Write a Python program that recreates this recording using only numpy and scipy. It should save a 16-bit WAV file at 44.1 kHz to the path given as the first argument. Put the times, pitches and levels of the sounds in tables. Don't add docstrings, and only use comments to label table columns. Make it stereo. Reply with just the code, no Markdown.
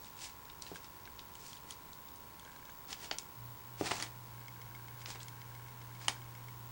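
import sys
import numpy as np
from scipy import signal
from scipy.fft import rfft, irfft, next_fast_len
from scipy.io import wavfile

SR = 44100
rng = np.random.default_rng(int(sys.argv[2]) if len(sys.argv) > 2 else 0)


def output_pcm(signal):
    pcm = np.clip(np.atleast_2d(signal).T, -1, 1) * 32767
    wavfile.write(sys.argv[1], SR, np.round(pcm).astype(np.int16))


N = 295911

# freq_hz, relative_density_db, left_right_correlation
AIR_SPECTRUM = [(24.8, -3, .99), (60, 3, 0.99), (110, 5.5, 0.94), (198, 0.5, 0.63), (400, 0.5, 0.045),
                (610, -3, 0), (1120, -5.5, 0), (1540, -4, 0), (2680, -8.5, 0), (4460, -11, 0),
                (6700, -13.5, 0.49), (9900, -16, 0.48), (14600, -18, 0.57), (16700, -13.5, 0)]
# pitch_hz, level_db
MAINS_TONES = [(59, -72.5)]
# sideband_number, level_db
DRIVE_SIDEBANDS = [(-4, -71), (-3, -67), (-2, -71), (-1, -71.5), (0, -62.5), (1, -71.5), (2, -73), (3, -67),
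                   (4, -64.5), (5, -75.5), (6, -84.5), (8, -81), (13, -74.5), (15, -77)]
# pitch_hz, level_db
MOTOR_TONES = [(779.5, -73), (1378.6, -72)]
# sideband_number, relative_db
WHISTLE_SIDEBANDS = [(-6, -28), (-5, -20), (-4, -25), (-3, -14), (-2, -22), (-1, 0.5), (0, 1)]
# start_s, end_s, step_db
FOCUS_SPANS = [(0.75, 0.77, -43), (1.07, 1.09, -44), (2.42, 2.7, -49.5), (4.3, 6.5, -54.5)]
# pitch_hz, gain_db, t60_s
FOCUS_RESONANCES = [(1592, -3, 0.028), (1500, -22.5, 0.018), (2170, -7, 0.017)]
# pitch_hz, gain_db, t60_s
LENS_RESONANCES = [(2185, -7.5, 0.041), (2470, -23, .012), (3130, -9.5, 0.011), (5100, -8.5, 0.0066),
                   (6750, -21, 0.004)]
# delay_s, gain_db
WALL_ECHOES = [(0.0104, -16.5), (0.0158, -21)]
# pitch_hz, gain_db, t60_s
FLOOR_RESONANCES = [(173, -11, 0.11), (282, -21, 0.051), (329, -8.5, 0.058), (432, -6.5, 0.031),
                    (554, -13.5, 0.041), (680, -11, 0.013), (1180, -20, 0.0084)]
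# start_s, strength_db
PAW_BUMPS = [(0.7163, -36.5), (3.1129, -44), (3.811, -22.5), (4.024, -43), (6.082, -45)]
# freq_hz, relative_density_db
PAPER_SPECTRUM = [(180, -9), (300, -6.5), (589, -10), (775, -2.5), (1050, -6.5), (1680, -8), (1970, -6),
                  (2800, -7), (4840, -5.5), (7010, -7), (9370, -10.5), (10700, -17), (14000, -24)]
# centre_s, half_width_s, level_db, weight_db
PAW_SLIDES = [ (0.05, 0.068, -61.5, -17), (0.237, 0.051, -46.5, -8), (0.675, 0.058, -56.5, -2),
              (0.762, .014, -49.5, -6), (0.845, 0.026, -58, -1), (1.48, 0.085, -55, -13),
              (1.705, 0.029, -53.5, -5), (2.917, 0.027, -46, -1.5), (3.036, .048, -50, 0),
              (3.806, 0.022, -47.5, -0.5), (3.866, .029, -38, 3.5), (3.917, 0.016, -39.5, 7),
              (3.95, 0.043, -45.5, 1.5), (4.02, 0.044, -45, 2), (5.01, 0.023, -56.5, -1),
              (5.102, 0.033, -47, -1), (5.157, 0.01, -54.5, 8), (5.21, 0.016, -54.5, -3),
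              (6.035, .028, -50.5, 3)]
# centre_hz, width_hz, boost_db
COB_RESONANCES = [(710, 110, 4.5), (1250, 260, 1), (2560, 280, 0.5), (5100, 350, 1), (6830, 670, 5.5),
                  (9600, 900, 8)]
# start_s, strength_db, low_hz, high_hz, ring_hz
TOOTH_CLAW_CLICKS = [ (0.499, -39.5, 2200, 5560, 3660), (0.621, -30.5, 3600, 10000, 5800),
                     (0.665, -37.5, 2000, 4500, 3920), (0.844, -43, 1800, 6500, 5100),
                     (1.054, -41, 1500, 6000, 5030), (1.1917, -35, 3400, 4900, 3800),
                     (1.353, -39, 3200, 11000, 3000), (1.53, -38, 2800, 8000, 3230),
                     (1.57, -45, 3000, 4500, 3270), (1.7069, -31.5, 6400, 11000, 3170),
                     (1.722, -40.5, 3300, 5500, 3950), (1.931, -40.5, 3300, 8500, 4070),
                     (2.159, -43.5, 4000, 10000, 9180), (2.395, -42, 3000, 10500, 3450),
                     (2.9284, -27, 1680, 7050, 5160), (3.112, -19.5, 700, 5900, 4450),
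                     (3.1844, -24.5, 3470, 10400, 5890), (3.9098, -24.5, 620, 2940, 800),
                     (3.9144, -23, 900, 5400, 2900), (3.9992, -28, 620, 7500, 5740),
                     (4.0242, -23.5, 1300, 11500, 4660), (5.058, -29, 1110, 6000, 5180),
                     (5.2032, -41.5, 3000, 4300, 3300), (5.2303, -36, 4000, 10000, 7700),
                     (5.283, -38.5, 2800, 10000, 3300), (6.082, -13, 780, 10500, 3000)]

FIELD_HZ = 59.94
FFT_SIZE = next_fast_len(N)
BIN_HZ = np.fft.rfftfreq(FFT_SIZE, 1 / SR)


def from_db(db):
    return 10 ** (np.asarray(db) / 20)


def unit_rms(x):
    return x / np.sqrt(np.mean(x ** 2) + 1e-20)


def seconds(size):
    return np.arange(size) / SR


def add(track, start_s, sound):
    at = int(round(start_s * SR))
    track[..., at:at + sound.shape[-1]] += sound[..., :N - at]


def butter(x, hz, kind, order=2):
    sos = signal.butter(order, np.clip(hz, 10, .45 * SR), kind, fs=SR, output="sos")
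    return signal.sosfilt(sos, x + 1e-18)


def per_bin(spectrum, column=1):
    table = np.array(spectrum)
    return np.interp(np.log(np.maximum(BIN_HZ, 1)), np.log(table[:, 0]), table[:, column])


def below(corner_hz):
    return 1 / (1 + (BIN_HZ / corner_hz) ** 4)


def coloured(x, gain):
    return irfft(rfft(x, FFT_SIZE) * gain, FFT_SIZE)[..., :N]


def drift(rate_hz):
    knots = rng.standard_normal(N // 100)
    return np.interp(seconds(N) * rate_hz, np.arange(len(knots)), knots)


def stereo(mid, side):
    return np.array([mid + side, mid - side])


def pan(left_minus_right_db):
    return from_db(np.array([[.5], [-.5]]) * left_minus_right_db)


def struck(hits, modes, vary_db):
    out, t = np.zeros(N), seconds(SR // 8)
    hz, mode_db, t60_s = np.array(modes).T[:, :, None]
    for start_s, hit_db in hits:
        strength_db = hit_db + mode_db + vary_db * rng.standard_normal(hz.shape)
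        partials = from_db(strength_db - 60 * t / t60_s) * np.sin(2 * np.pi * hz * t)
        add(out, start_s, partials.sum(axis=0))
    return out


def sidebands(carrier_hz, step_hz, rows):
    return [(carrier_hz + round(k) * step_hz, db) for k, db in rows]


def tones(lines, right_phase_rad, waver_rad, pan_db):
    t, out = seconds(N), np.zeros((2, N))
    waver = waver_rad * drift(rate_hz=4.38)
    for hz, level_db in lines:
        phase = 2 * np.pi * (hz * t + rng.random()) + waver
        out += np.sqrt(2) * from_db(level_db) * np.sin(phase + np.array([[0], [right_phase_rad]]))
    return out * pan(pan_db)


def air(level_db=-54.5):
    gain, correlation = from_db(per_bin(AIR_SPECTRUM)), per_bin(AIR_SPECTRUM, column=2)
    mid = coloured(rng.standard_normal(N), gain * np.sqrt(1 + correlation))
    side = coloured(rng.standard_normal(N), gain * np.sqrt(1 - correlation))
    return from_db(level_db) * unit_rms(stereo(mid, side))


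def mains():
    return tones(MAINS_TONES, right_phase_rad=0, waver_rad=.54, pan_db=1.5)


def appliance_hum(pitch_hz=119.3, start_s=3.31, attack_s=.11, base_db=-55, swell_db_per_s=.84,
                  dip_at_s=3.6, dip_s=.053):
    t = seconds(N)
    attack = np.clip((t - start_s) / attack_s, 0, 1)
    surge_db = 3.5 * np.clip((dip_at_s - t) / dip_s, 0, 1)
    dip_db = 19 * np.exp(-((t - dip_at_s) / dip_s) ** 2)
    level_db = base_db + surge_db - dip_db + swell_db_per_s * (t - start_s) + .2 * drift(rate_hz=10)
    return np.sqrt(2) * attack * from_db(level_db) * np.sin(2 * np.pi * pitch_hz * t)


def tape_drive(whine_hz=964.3, drum_hz=30.03):
    lines = sidebands(whine_hz, drum_hz, DRIVE_SIDEBANDS) + list(MOTOR_TONES)
    return tones(lines, right_phase_rad=1.38, waver_rad=.12, pan_db=-2)


def high_whistle(pitch_hz=15734.3, base_db=-61, tremble_hz=13.7):
    lines = sidebands(pitch_hz, FIELD_HZ, WHISTLE_SIDEBANDS)
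    whistle = tones(lines, right_phase_rad=.24, waver_rad=.03, pan_db=-.2)
    waver_db = 2 * drift(rate_hz=2.85)
    tremble_db = 1.8 * np.sin(2 * np.pi * tremble_hz * seconds(N))
    return whistle * from_db(base_db + waver_db + tremble_db)


def focus_motor(delay_s=.008, uneven_db=5):
    times_s = np.arange(0, N / SR, 1 / FIELD_HZ) + delay_s
    offsets_db = uneven_db * np.minimum(rng.standard_normal(len(times_s)), 2)
    steps = [(s, step_db + db) for start_s, end_s, step_db in FOCUS_SPANS
             for s, db in zip(times_s, offsets_db) if start_s < s < end_s]
    return butter(struck(steps, FOCUS_RESONANCES, vary_db=3), 1180, "high")


def lens_ticks(start_s=4.4825, end_s=6.5, period_fields=8, strength_db=-42.5, rasp_s=.0032, rasp_db=-7.5):
    t, rasp = seconds(SR // 50), np.zeros(N)
    times_s = np.arange(start_s, end_s, period_fields / FIELD_HZ)
    ticks = list(zip(times_s, strength_db + 2.5 * rng.standard_normal(len(times_s))))
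    for s, tick_db in ticks:
        add(rasp, s, from_db(tick_db + rasp_db) * rng.standard_normal(len(t)) * np.exp(-t / rasp_s))
    return struck(ticks, LENS_RESONANCES, vary_db=2) + butter(rasp, [2600, 8000], "band")


def room(x, t60_s=.21, build_s=.0099, tail_db=-12, wall_cut_hz=8700, correlation=.66):
    t = seconds(SR // 2)
    mid, side = rng.standard_normal((2, len(t)))
    noise = stereo(np.sqrt(1 + correlation) * mid, np.sqrt(1 - correlation) * side)
    tail = butter(noise, wall_cut_hz, "low") * from_db(-60 * t / t60_s) * np.clip(t / build_s, 0, 1)
    response = from_db(tail_db) * unit_rms(tail) / np.sqrt(len(t))
    for delay_s, echo_db in WALL_ECHOES:
        response[:, int(delay_s * SR)] += from_db(echo_db)
    return x + signal.fftconvolve(x, response, axes=1)[:, :N]


def off_axis(x, lag_s=.00002, treble_pan_db=-2, treble_hz=6500):
    delay = np.exp(-2j * np.pi * BIN_HZ * np.array([[0], [lag_s]]))
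    return coloured(x, pan(treble_pan_db * (1 - below(treble_hz))) * delay)


def paw_bumps(settle_s=.0025, loss_db=4.5, low_cut_hz=150, gain_db=2):
    touches = [(s + settle_s * k * k, db - loss_db * k) for s, db in PAW_BUMPS for k in range(5)]
    return from_db(gain_db) * butter(struck(touches, FLOOR_RESONANCES, vary_db=2.5), low_cut_hz, "high")


def sheet_shakes(delay_s=.017, half_width_s=.017, gain_db=-30, db_per_octave=-4):
    return [(s + delay_s, half_width_s, db + gain_db, 1.5 + db_per_octave * np.log2(low_hz / 700))
            for s, db, low_hz, _, _ in TOOTH_CLAW_CLICKS]


def paper_rustle(slips_per_s=8000, size_db=3, stick_db=2.26, sheet_hz=2000, crisp_hz=5300, top_hz=10700):
    t = seconds(N)
    sizes = from_db(size_db * np.minimum(rng.exponential(1, (2, N)), 4)) * rng.choice([-1, 1], (2, N))
    mid, side = sizes * (rng.random((2, N)) < slips_per_s / SR)
    slips = unit_rms(coloured(stereo(mid, .12 * side), from_db(per_bin(PAPER_SPECTRUM))))
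    low, high = coloured(slips, below(sheet_hz)), coloured(slips, 1 - below(crisp_hz))
    bands = (low, slips - low - high, high)
    band_power = np.zeros((3, N))
    for strokes, crisp_db in ((PAW_SLIDES, -1), (sheet_shakes(), -7)):
        for s, half_s, level_db, weight_db in strokes:
            span = slice(max(int((s - 3 * half_s) * SR), 0), int((s + 3 * half_s) * SR))
            speed = np.exp(-((t[span] - s) / half_s) ** 2)
            band_db = np.array([[weight_db], [0], [crisp_db - .28 * weight_db]])
            band_power[:, span] += (from_db(level_db + band_db) * speed) ** 2
    rustle = sum(np.sqrt(power) * band for power, band in zip(band_power, bands))
    sticking = from_db(stick_db * drift(rate_hz=220))
    return butter(rustle * sticking, top_hz, "low", order=8)


def cob_body(x):
    for hz, width_hz, boost_db in COB_RESONANCES:
        b, a = signal.iirpeak(hz, hz / width_hz, fs=SR)
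        x = x + (from_db(boost_db) - 1) * signal.lfilter(b, a, x)
    return x


def nibbles(ticks_per_s=3.6, end_s=2.8, strength_db=-45.5, band_hz=(2800, 7500), ring_hz=3440):
    slots_s = seconds(N)[::1000]
    fires = (rng.random(len(slots_s)) < ticks_per_s * slots_s[1]) & (slots_s < end_s)
    offset_db = 2.5 * rng.standard_normal(len(slots_s))
    octaves = .2 * rng.standard_normal(len(slots_s))
    return [(slots_s[k], strength_db + offset_db[k], *band_hz, ring_hz * 2 ** octaves[k])
            for k in np.flatnonzero(fires)]


def clicks(gain_db=7, firm_db=-24, crumble_s=.0032, ring_t60_s=.006, ring_db=-3.5, delay_s=.0006):
    out, t = np.zeros((2, 2, N)), seconds(SR // 25)
    for start_s, strength_db, low_hz, high_hz, ring_hz in list(TOOTH_CLAW_CLICKS) + nibbles():
        hard_db = strength_db - firm_db
        mid, side = .17 * rng.standard_normal((2, len(t))) * np.exp(-t / crumble_s)
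        force = cob_body(stereo(mid + (t == 0), .22 * side))
        dull_hz = 3400 * 2 ** (-.055 * hard_db)
        force = butter(force, dull_hz, "low", order=1)
        crack = unit_rms(butter(butter(force, low_hz, "high", order=3), high_hz, "low", order=6))
        ring = unit_rms(np.sin(2 * np.pi * ring_hz * t) * t * from_db(-60 * t / ring_t60_s))
        parts = unit_rms(np.array([crack, from_db(ring_db) * stereo(ring, 0)])) * np.sqrt(2 / len(t))
        gains = from_db(strength_db + gain_db) * pan(.6 + .09 * hard_db)
        add(out, start_s + delay_s, parts * gains)
    return out


def scene():
    cracks, rings = clicks()
    squirrels = room(cracks + paper_rustle() + paw_bumps()) + rings
    machines = mains() + tape_drive() + high_whistle() + lens_ticks() + focus_motor() + appliance_hum()
    return off_axis(squirrels) + machines + air()


def record(dry):
    return signal.sosfilt(signal.ellip(12, .1, 80, 16000, fs=SR, output="sos"), dry)


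dry = scene()
out = record(dry)
output_pcm(out)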